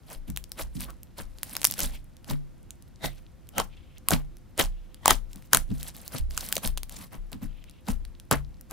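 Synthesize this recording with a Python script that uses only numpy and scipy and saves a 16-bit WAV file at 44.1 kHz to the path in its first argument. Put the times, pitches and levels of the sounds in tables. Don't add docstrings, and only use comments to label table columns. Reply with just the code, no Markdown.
import sys
import numpy as np
from scipy import signal
from scipy.io import wavfile

SR = 44100
rng = np.random.default_rng(int(sys.argv[2]) if len(sys.argv) > 2 else 0)


def level_to_linear(level):
    exponent = np.asarray(level, float) / 20
    return 10 ** exponent


def transcribe(u):
    v = np.clip(np.atleast_2d(u).T, -1, 1)
    q = np.round(v * 32767).astype(np.int16)
    wavfile.write(sys.argv[1], SR, q)


N = 384552


def rms_one(x):
    return x / np.sqrt(np.mean(x ** 2) + 1e-20)


def at_hz(points, hz):
    points_hz, values = np.array(points).T
    return np.interp(np.log(hz), np.log(points_hz), values)


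def band(x, low_hz, high_hz, order=2):
    edges_hz = [low_hz, min(high_hz, SR / 2.2)]
    return signal.sosfilt(signal.butter(order, edges_hz, "band", fs=SR, output="sos"), x)


def drift(rate):
    knots = rng.standard_normal(int(N / SR * rate) + 2)
    return np.interp(np.arange(N) * rate / SR, np.arange(len(knots)), knots)


def ring(x, hz, t60):
    radius = level_to_linear(-60 / (t60 * SR))
    turn = 2 * np.pi * hz / SR
    return signal.lfilter([0, np.sin(turn)], [1, -2 * radius * np.cos(turn), radius ** 2], x + 1e-18)


# (frequency [Hz], left-right likeness [1 = the same, 0 = unrelated])
EAR_LIKENESS = [(60, 0.14), (300, 0.14), (700, 0.27), (3000, 1), (8000, 0.14)]


def spread(source, spectrum, lowest_hz):
    edges = lowest_hz * 2 ** np.arange(0, np.log2(18000 / lowest_hz), 0.5)
    out = 0
    for k, (low, high) in enumerate(zip(edges, edges[1:])):
        mid, side = band(source, low, high) * (-1) ** k
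        hz = np.sqrt(low * high)
        alike = np.clip(at_hz(EAR_LIKENESS, hz), -1, 1)
        ears = np.sqrt(1 + alike) * mid + np.sqrt(1 - alike) * side * [[1], [-1]]
        out = out + level_to_linear(at_hz(spectrum, hz)) * ears
    return rms_one(out)


def grains(per_s, spread_db, clump_db):
    born = rng.random(N) < per_s * level_to_linear(clump_db * drift(60)) / SR
    size = level_to_linear(spread_db * np.minimum(rng.exponential(1, N), 4))
    return born * size * rng.choice([-1, 1], N)


def add(out, sound, s):
    i = round(s * SR)
    balance_db = np.array([[0.5], [-0.5]]) * rng.normal(1, 1.7)
    out[:, i:i + sound.shape[1]] += (sound * level_to_linear(balance_db))[:, :N - i]


def crack(noise, db, hz, tear_ms, width=1.5, body_db=-8, apart=0.32, body_apart=0.23, fizz_db=-26, fizz_s=0.0072):
    t = np.arange(noise.shape[1]) / SR
    late = 1000 * t / tear_ms - 1
    burst = np.exp(-np.where(late < 0, 2 * late, late / 2) ** 2)
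    tearing = burst + level_to_linear(fizz_db) * np.exp(-t / fizz_s)
    mid = noise[0] * tearing
    side = noise[1] * tearing * [[1], [-1]]
    half_width = 2 ** (width / 2)
    out = band(mid + apart * side, hz / half_width, hz * half_width, order=1)
    out = out + level_to_linear(body_db) * band(mid + body_apart * side, 590, 16000, order=1)
    return out * level_to_linear(db) / np.abs(out.mean(axis=0)).max()


# (frequency [Hz], relative level [dB per Hz])
HUSH_COLOUR = [(15, -30), (25, 4.5), (50, 4.5), (134, -2), (293, -10.5), (344, -14), (394, -22), (516, -19),
               (863, -25), (3340, -35), (7710, -39), (10700, -40.5), (16000, -40.5)]
# (frequency [Hz], rms level [dB])
HUM_TONES = [(346, -71.5), (517, -72.5)]


def hush(rms_db=-50.5):
    out = level_to_linear(rms_db) * spread(rng.standard_normal((2, N)), HUSH_COLOUR, 22)
    for hz, db in HUM_TONES:
        out = out + level_to_linear(db) * rms_one(ring(rng.standard_normal((2, N)), hz, 0.33))
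    return out


def room(x, t60_s=0.16, tail_db=-15):
    t = np.arange(SR // 4) / SR
    tail = rng.standard_normal((2, len(t))) * level_to_linear(-60 * t / t60_s) * (1 - np.exp(-t / 0.0015))
    tail = tail / np.sqrt(np.sum(tail[0] ** 2))
    return level_to_linear(tail_db) * signal.fftconvolve(x, tail, axes=1)[:, :N]


# (time [s], slow sway level [dB], quick sway level [dB])
RELEASES = [(0.16, -32.5, -53), (0.285, -40, -32.5), (0.61, -34.5, -33.5), (0.759, -47.5, -37),
            (0.858, -44.5, -39.5), (1.222, -35, -40), (1.827, -25, -32.5), (2.305, -32.5, -44),
            (3.049, -32, -47), (3.594, -35, -44), (4.137, -26.5, -32.5), (4.635, -22, -38),
            (5.112, -22.5, -31.5), (5.577, -24.5, -32.5), (5.738, -43, -33), (6.197, -23.5, -25),
            (6.662, -22, -30), (7.178, -29.5, -71), (7.445, -29.5, -41), (7.898, -23.5, -30.5),
            (7.997, -56, -36.5), (8.347, -31, -28.5)]
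# (usual frequency [Hz], time to fall 60 dB [s], part opposed in the ears, against the part alike [dB])
LEG_MODES = [(27.97, 0.63, -2.5), (52, 0.57, 0.5)]


def sway():
    out = np.zeros((2, N))
    chance = rng.standard_normal((len(RELEASES), 2, 2))
    for (s, *levels_db), luck in zip(RELEASES, chance):
        i = round(s * SR)
        t = np.arange(min(SR, N - i)) / SR
        for (hz, t60, opposed_db), db, (off, lag) in zip(LEG_MODES, levels_db, luck):
            swing = level_to_linear(db - 60 * t / t60) * (1 - np.exp(-t / 0.009))
            turn = 2 * np.pi * hz * (1 + 0.063 * off) * t
            opposed = level_to_linear(opposed_db) * np.sin(turn + 2 * lag) * [[1], [-1]]
            out[:, i:i + len(t)] += swing * (np.sin(turn) + opposed)
    return out


# (time of full strength [s], rise [s], peeling hiss [dB], wet low squelch [dB], push on the table top [dB])
SHORT_PRESSES = [(0.116, 0.076, -45.5, -45, -53.5), (0.279, 0.014, -54, -55, -42),
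                 (0.596, 0.041, -40, -39, -47), (0.751, 0.0063, -51, -60, -33.5),
                 (0.882, 0.03, -57.5, -53.5, -67), (1.187, 0.028, -44.5, -41, -50),
                 (1.832, 0.066, -36.5, -41.5, -51), (2.301, 0.045, -42, -39.5, -35.5),
                 (3.041, 0.036, -40.5, -39, -39.5), (3.584, 0.043, -38, -35, -38),
                 (4.122, 0.045, -32.5, -28.5, -33), (4.593, 0.017, -26.5, -26.5, -29.5),
                 (5.097, 0.053, -28, -28, -34), (5.352, 0.019, -65, -59.5, -47.5),
                 (5.537, 0.019, -29.5, -29.5, -31), (5.703, 0.026, -57, -56, -31.5),
                 (5.866, 0.039, -46.5, -50.5, -64), (6.146, 0.061, -37.5, -39.5, -39),
                 (6.64, 0.025, -34, -37, -39.5), (7.131, 0.027, -50.5, -45.5, -46.5),
                 (7.323, 0.015, -57.5, -51, -43.5), (7.423, 0.025, -52, -49, -42.5),
                 (7.883, 0.027, -36.5, -39, -35), (8.313, 0.0054, -32, -24, -28),
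                 (8.711, 0.0195, -48.5, -45, -70)]
# (time of full strength [s], rise [s], hold [s], peeling hiss [dB])
SLOW_STRETCHES = [(0.806, 0.08, 0.044, -47), (1.492, 0.23, 0.24, -50), (1.795, 0.059, .04, -36),
                  (1.875, 0.025, 0.079, -52), (3.106, 0.029, 0.08, -64.5), (5.307, 0.0724, 0.16, -67),
                  (5.791, 0.18, 0.1, -53), (5.947, 0.029, 0.12, -53.5), (6.305, 0.012, 0.046, -55.5),
                  (6.365, 0.023, 0.21, -47), (6.909, 0.035, 0.13, -50.5)]


def effort(fall_db_per_s=450, swell_db=28, press_hold_s=0.015):
    kneads = [(s, rise, press_hold_s, *levels_db) for s, rise, *levels_db in SHORT_PRESSES]
    kneads += [(s, rise, hold, db, db - 4, db - 6.5) for s, rise, hold, db in SLOW_STRETCHES]
    t = np.arange(0, N, 32) / SR
    power = 0
    for s, rise, hold, *levels_db in kneads:
        swell = np.minimum(swell_db * (t - s) / rise, 0)
        fall = fall_db_per_s * np.maximum(t - s - hold, 0)
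        gains_db = np.add.outer(levels_db, swell - fall)
        power = power + level_to_linear(np.maximum(gains_db, -150)) ** 2
    return [np.interp(np.arange(N) / SR, t, np.sqrt(p)) for p in power]


# (frequency [Hz], relative level alike in both ears [dB], relative level opposed [dB], time to fall 60 dB [s])
TOP_MODES = [(101, -15.5, -5, 0.17), (141.7, -6, 5.5, 0.43), (200.5, 1.5, -11, 0.058), (244, -4, -8, 0.1),
             (273, -8, 0.5, 0.081)]


def table_top(gain):
    lumpy = gain * rng.standard_normal((2, N)) * level_to_linear(4.0 * drift(40))
    push = band(lumpy, 67, 280)
    out = 0
    for hz, alike_db, opposed_db, t60 in TOP_MODES:
        mid, side = ring(push, hz, t60) / np.sqrt(t60 * SR)
        out = out + level_to_linear(alike_db) * mid + level_to_linear(opposed_db) * side * [[1], [-1]]
    return level_to_linear(12.0) * out


# (start time [s], length [s], level before its flutter [dB])
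FINGER_RUBS = [(1.92, 0.053, -57.5), (3.093, .1, -68.5), (3.705, 0.28, -69), (4.672, .33, -74),
               (7.473, 0.33, -69.5)]


def rubbing(centre_hz=2800, octaves=0.7, fade_s=0.03):
    t = np.arange(N) / SR
    gain = 0
    for s, length, db in FINGER_RUBS:
        gain = gain + level_to_linear(db) * np.clip(np.minimum(t - s, s + length - t) / fade_s + 0.5, 0, 1)
    half_width = 2 ** (octaves / 2)
    mid, side = band(rng.standard_normal((2, N)), centre_hz / half_width, centre_hz * half_width)
    return gain * level_to_linear(4.7 * drift(80)) * rms_one(mid + 0.38 * side * [[1], [-1]])


# (time [s], relative level [dB], resonances [Hz] ..)
FINGER_HOLLOWS = [(0.894, 4, 1200), (3, -0.5, 730, 2002, 3723), (3.62, 3.3, 950),
                  (3.5, -2, 819, 1369.5, 2995), (4.5, -5.5, 1034, 2029.5, 3068),
                  (5, -1.5, 1004, 1902, 3198), (6.95, -6.5, 1100), (7.14, -10, 1050),
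                  (7.89, -7.5, 513, 850, 1325)]


def squelch(gain, apart=0.7):
    gulps = rms_one(grains(700, spread_db=4.0, clump_db=5.0))
    mid = gulps + 0.7 * rng.standard_normal(N)
    side = rng.standard_normal(N)
    source = gain * (mid + apart * side * [[1], [-1]])
    dealt = rng.integers(0, 9, N)
    out = 0
    for k, hz in enumerate(np.geomspace(560, 3000, 9)):
        t60 = 9 / hz
        pocket = ring(source * (dealt == k), hz, t60) * 4 / np.sqrt(t60 * SR)
        out = out + pocket * (450 / hz) ** 0.5
    for s, db, *modes in FINGER_HOLLOWS:
        near = slice(round((s - 0.04) * SR), round((s + 0.12) * SR))
        opening = np.minimum(np.arange(near.stop - near.start) / (0.03 * SR), 1)
        for k, hz in enumerate(modes):
            t60 = 12 * (1 + k / 2) / hz
            out[:, near] += level_to_linear(db) * ring(source[:, near] * opening, hz, t60) * 3 / np.sqrt(t60 * SR)
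    return level_to_linear(2.5) * out * level_to_linear([[0.5], [-0.5]])


# (frequency [Hz], relative level [dB per Hz])
PEEL_COLOUR = [(880, -32), (1500, -13.5), (2460, -15.5), (3730, -8), (7320, -10), (11100, -4.5),
               (16000, -10)]


def peeling(hiss, creep_db=-73):
    ticks = 1.5 * hiss * rms_one(grains(800, spread_db=4.3, clump_db=6.0))
    ticks = ticks + level_to_linear(creep_db) * rms_one(grains(22, spread_db=4.5, clump_db=7.0))
    dealt = rng.integers(0, 10, N)
    white = rng.standard_normal((2, 2, N))
    near, wet = 0, 0
    for k, hz in enumerate(np.geomspace(1500, 15000, 10)):
        near = near + band(ticks * (dealt == k) + 1e-18, hz / 1.35, hz * 1.35) * np.sqrt(SR / hz)
        wet = wet + band(white[k % 2], hz / 1.14, hz * 1.14) * level_to_linear(5.5 * drift(120))
    smear = signal.lfilter(rms_one(rng.standard_normal(16)) / 4, [1], near)
    source = np.array([near, smear]) + wet * level_to_linear(4.7 * drift(90) + 1.0) * hiss
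    strength = np.sqrt(np.mean(source ** 2))
    return level_to_linear(-4.5) * strength * spread(source, PEEL_COLOUR, 1400)


# (time [s], peak level [dB], centre frequency [Hz])
FILM_SNAPS = [(0.3014, -24, 9500), (0.3629, -22.5, 5150), (0.4407, -26.5, 6060), (0.5185, -18.5, 9250),
              (0.7967, -43, 5960), (0.8066, -21, 9800), (0.819, -25, 9000), (0.9049, -31, 11800),
              (1.0323, -28, 9700), (1.3855, -31.5, 4530), (1.432, -9.5, 11400), (1.5529, -19.5, 4040),
              (1.617, -14.5, 8300), (1.6312, -21.5, 6500), (1.6445, 0.5, 5660), (1.651, 3.5, 9100),
              (1.6653, -15, 5700), (1.6706, -9, 9500), (1.701, -24, 3500), (1.7112, -9.5, 14600),
              (1.804, -9, 10000), (2.168, -39, 3970), (2.2448, -35.5, 3500), (2.7068, -26, 7040),
              (2.824, -36.5, 5000), (2.879, -50, 5000), (3.471, -48, 6000), (3.4899, -30, 10600),
              (3.9825, -35.5, 10160), (4.3694, -36, 6700), (4.945, -31, 5100), (5.332, -31.5, 6080),
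              (5.359, -29.5, 11000), (5.424, -38.5, 2990), (5.83, -15.5, 11600), (5.966, -30, 11500),
              (6.0789, -19.5, 10000), (6.1835, -19, 7000), (6.309, -25, 5230), (6.3682, -24, 9600),
              (6.408, -23, 10000), (6.4883, -17.5, 13300), (6.555, -15.5, 10100), (6.6752, -13, 9300),
              (6.7749, -17.5, 4550), (6.7799, -20.5, 3770), (6.8952, -23.5, 10370), (7.318, -32.5, 11450),
              (7.33, -26.5, 3276), (7.641, -36, 4000), (7.697, -35, 6030), (7.711, -40, 6000),
              (8.0513, -32, 4790), (8.1994, -30.5, 4740), (8.611, -28, 10450), (8.7107, -23.5, 6630)]


def snaps(tear_ms=0.31):
    out = np.zeros((2, N))
    for s, db, hz in FILM_SNAPS:
        add(out, crack(rng.standard_normal((2, 2048)), db, hz, tear_ms), s - tear_ms / 1000)
    return out


# (time [s], crack peak level [dB], crack centre [Hz], pocket ring level [dB], pocket starting pitch [Hz])
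BURSTS = [(0.3734, -11.5, 9900, -35, 2290), (0.8144, -29.5, 5000, -35, 2000),
          (1.5667, -10.5, 5300, -28, 1400), (1.723, -20, 6500, -34, 2490), (1.7391, -19.5, 4260, -33, 2550),
          (1.7927, -15.5, 10830, -25.5, 1360), (2.309, -32, 3500, -25.5, 900),
          (3.0455, -29.5, 3000, -20.5, 680), (3.058, -26.5, 3700, -20, 3700),
          (3.582, -9, 7400, -15.5, 1800), (3.5994, -18, 4220, -11.5, 950),
          (4.086, -1.5, 10110, -16.5, 1000), (4.107, -8, 7670, -14, 623), (4.1151, -21.5, 5950, -13, 1350),
          (4.1348, -17.5, 4000, -15, 3600), (4.5781, -20, 8580, -30, 510), (4.593, -15, 9620, -16.5, 1550),
          (4.597, -6.5, 4916, -15.5, 1340), (5.0579, -2, 7360, -4.5, 980), (5.0796, 2, 9750, -4.5, 790),
          (5.1049, -9, 5790, -12.5, 880), (5.1074, -2, 4306, -4.5, 1120), (5.5326, 0.5, 8540, -2.5, 1474),
          (5.5474, 2.5, 9650, -9.5, 1380), (5.5713, -5.5, 8940, -16.5, 1370),
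          (6.3767, -9, 6300, -19.5, 1350), (6.5261, -6.5, 11400, -23, 1530),
          (6.567, -6.5, 3150, -21.5, 540), (6.5798, -21, 8900, -29, 1060), (6.8325, -18.5, 6900, -35, 2000),
          (7.8844, -25.5, 6300, -22.5, 800), (8.312, -8.5, 9000, -9.5, 1230),
          (8.3267, -14, 6300, -15.5, 512)]


def pops(cycles=8.4, equal_tear_ms=1.05, tear_follows=0.6):
    out = np.zeros((2, N))
    for s, crack_db, crack_hz, ring_db, pocket_hz in BURSTS:
        tear_ms = equal_tear_ms * level_to_linear(tear_follows * (ring_db - crack_db))
        opened = np.maximum(np.arange(2048) / SR - 1.8 * tear_ms / 1000, 0)
        phase = 2 * np.pi * pocket_hz * opened * (1 + 25 * opened)
        decay = level_to_linear(ring_db + 3.5 - 60 * opened * pocket_hz / cycles)
        onset = 1 - np.exp(-opened * pocket_hz / 0.28)
        hollow = -np.sin(phase) * decay * onset
        burst = crack(rng.standard_normal((2, 2048)), crack_db, crack_hz, tear_ms)
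        add(out, burst + hollow, s - tear_ms / 1000)
    return out


def scene():
    hiss, wet, push = effort()
    slime = pops() + snaps() + peeling(hiss) + squelch(wet) + rubbing()
    return slime + room(slime) + table_top(push) + sway() + hush()


def roll_off(x):
    return signal.sosfilt(signal.butter(12, 16990, fs=SR, output="sos"), x)


def record(dry):
    clipped = np.clip(dry, -1, 1)
    top_cut = signal.cheby2(10, 60, 17000, fs=SR, output="sos")
    mix = signal.sosfilt(top_cut, clipped)
    return roll_off(mix)


dry = scene()
out = record(dry)
transcribe(out)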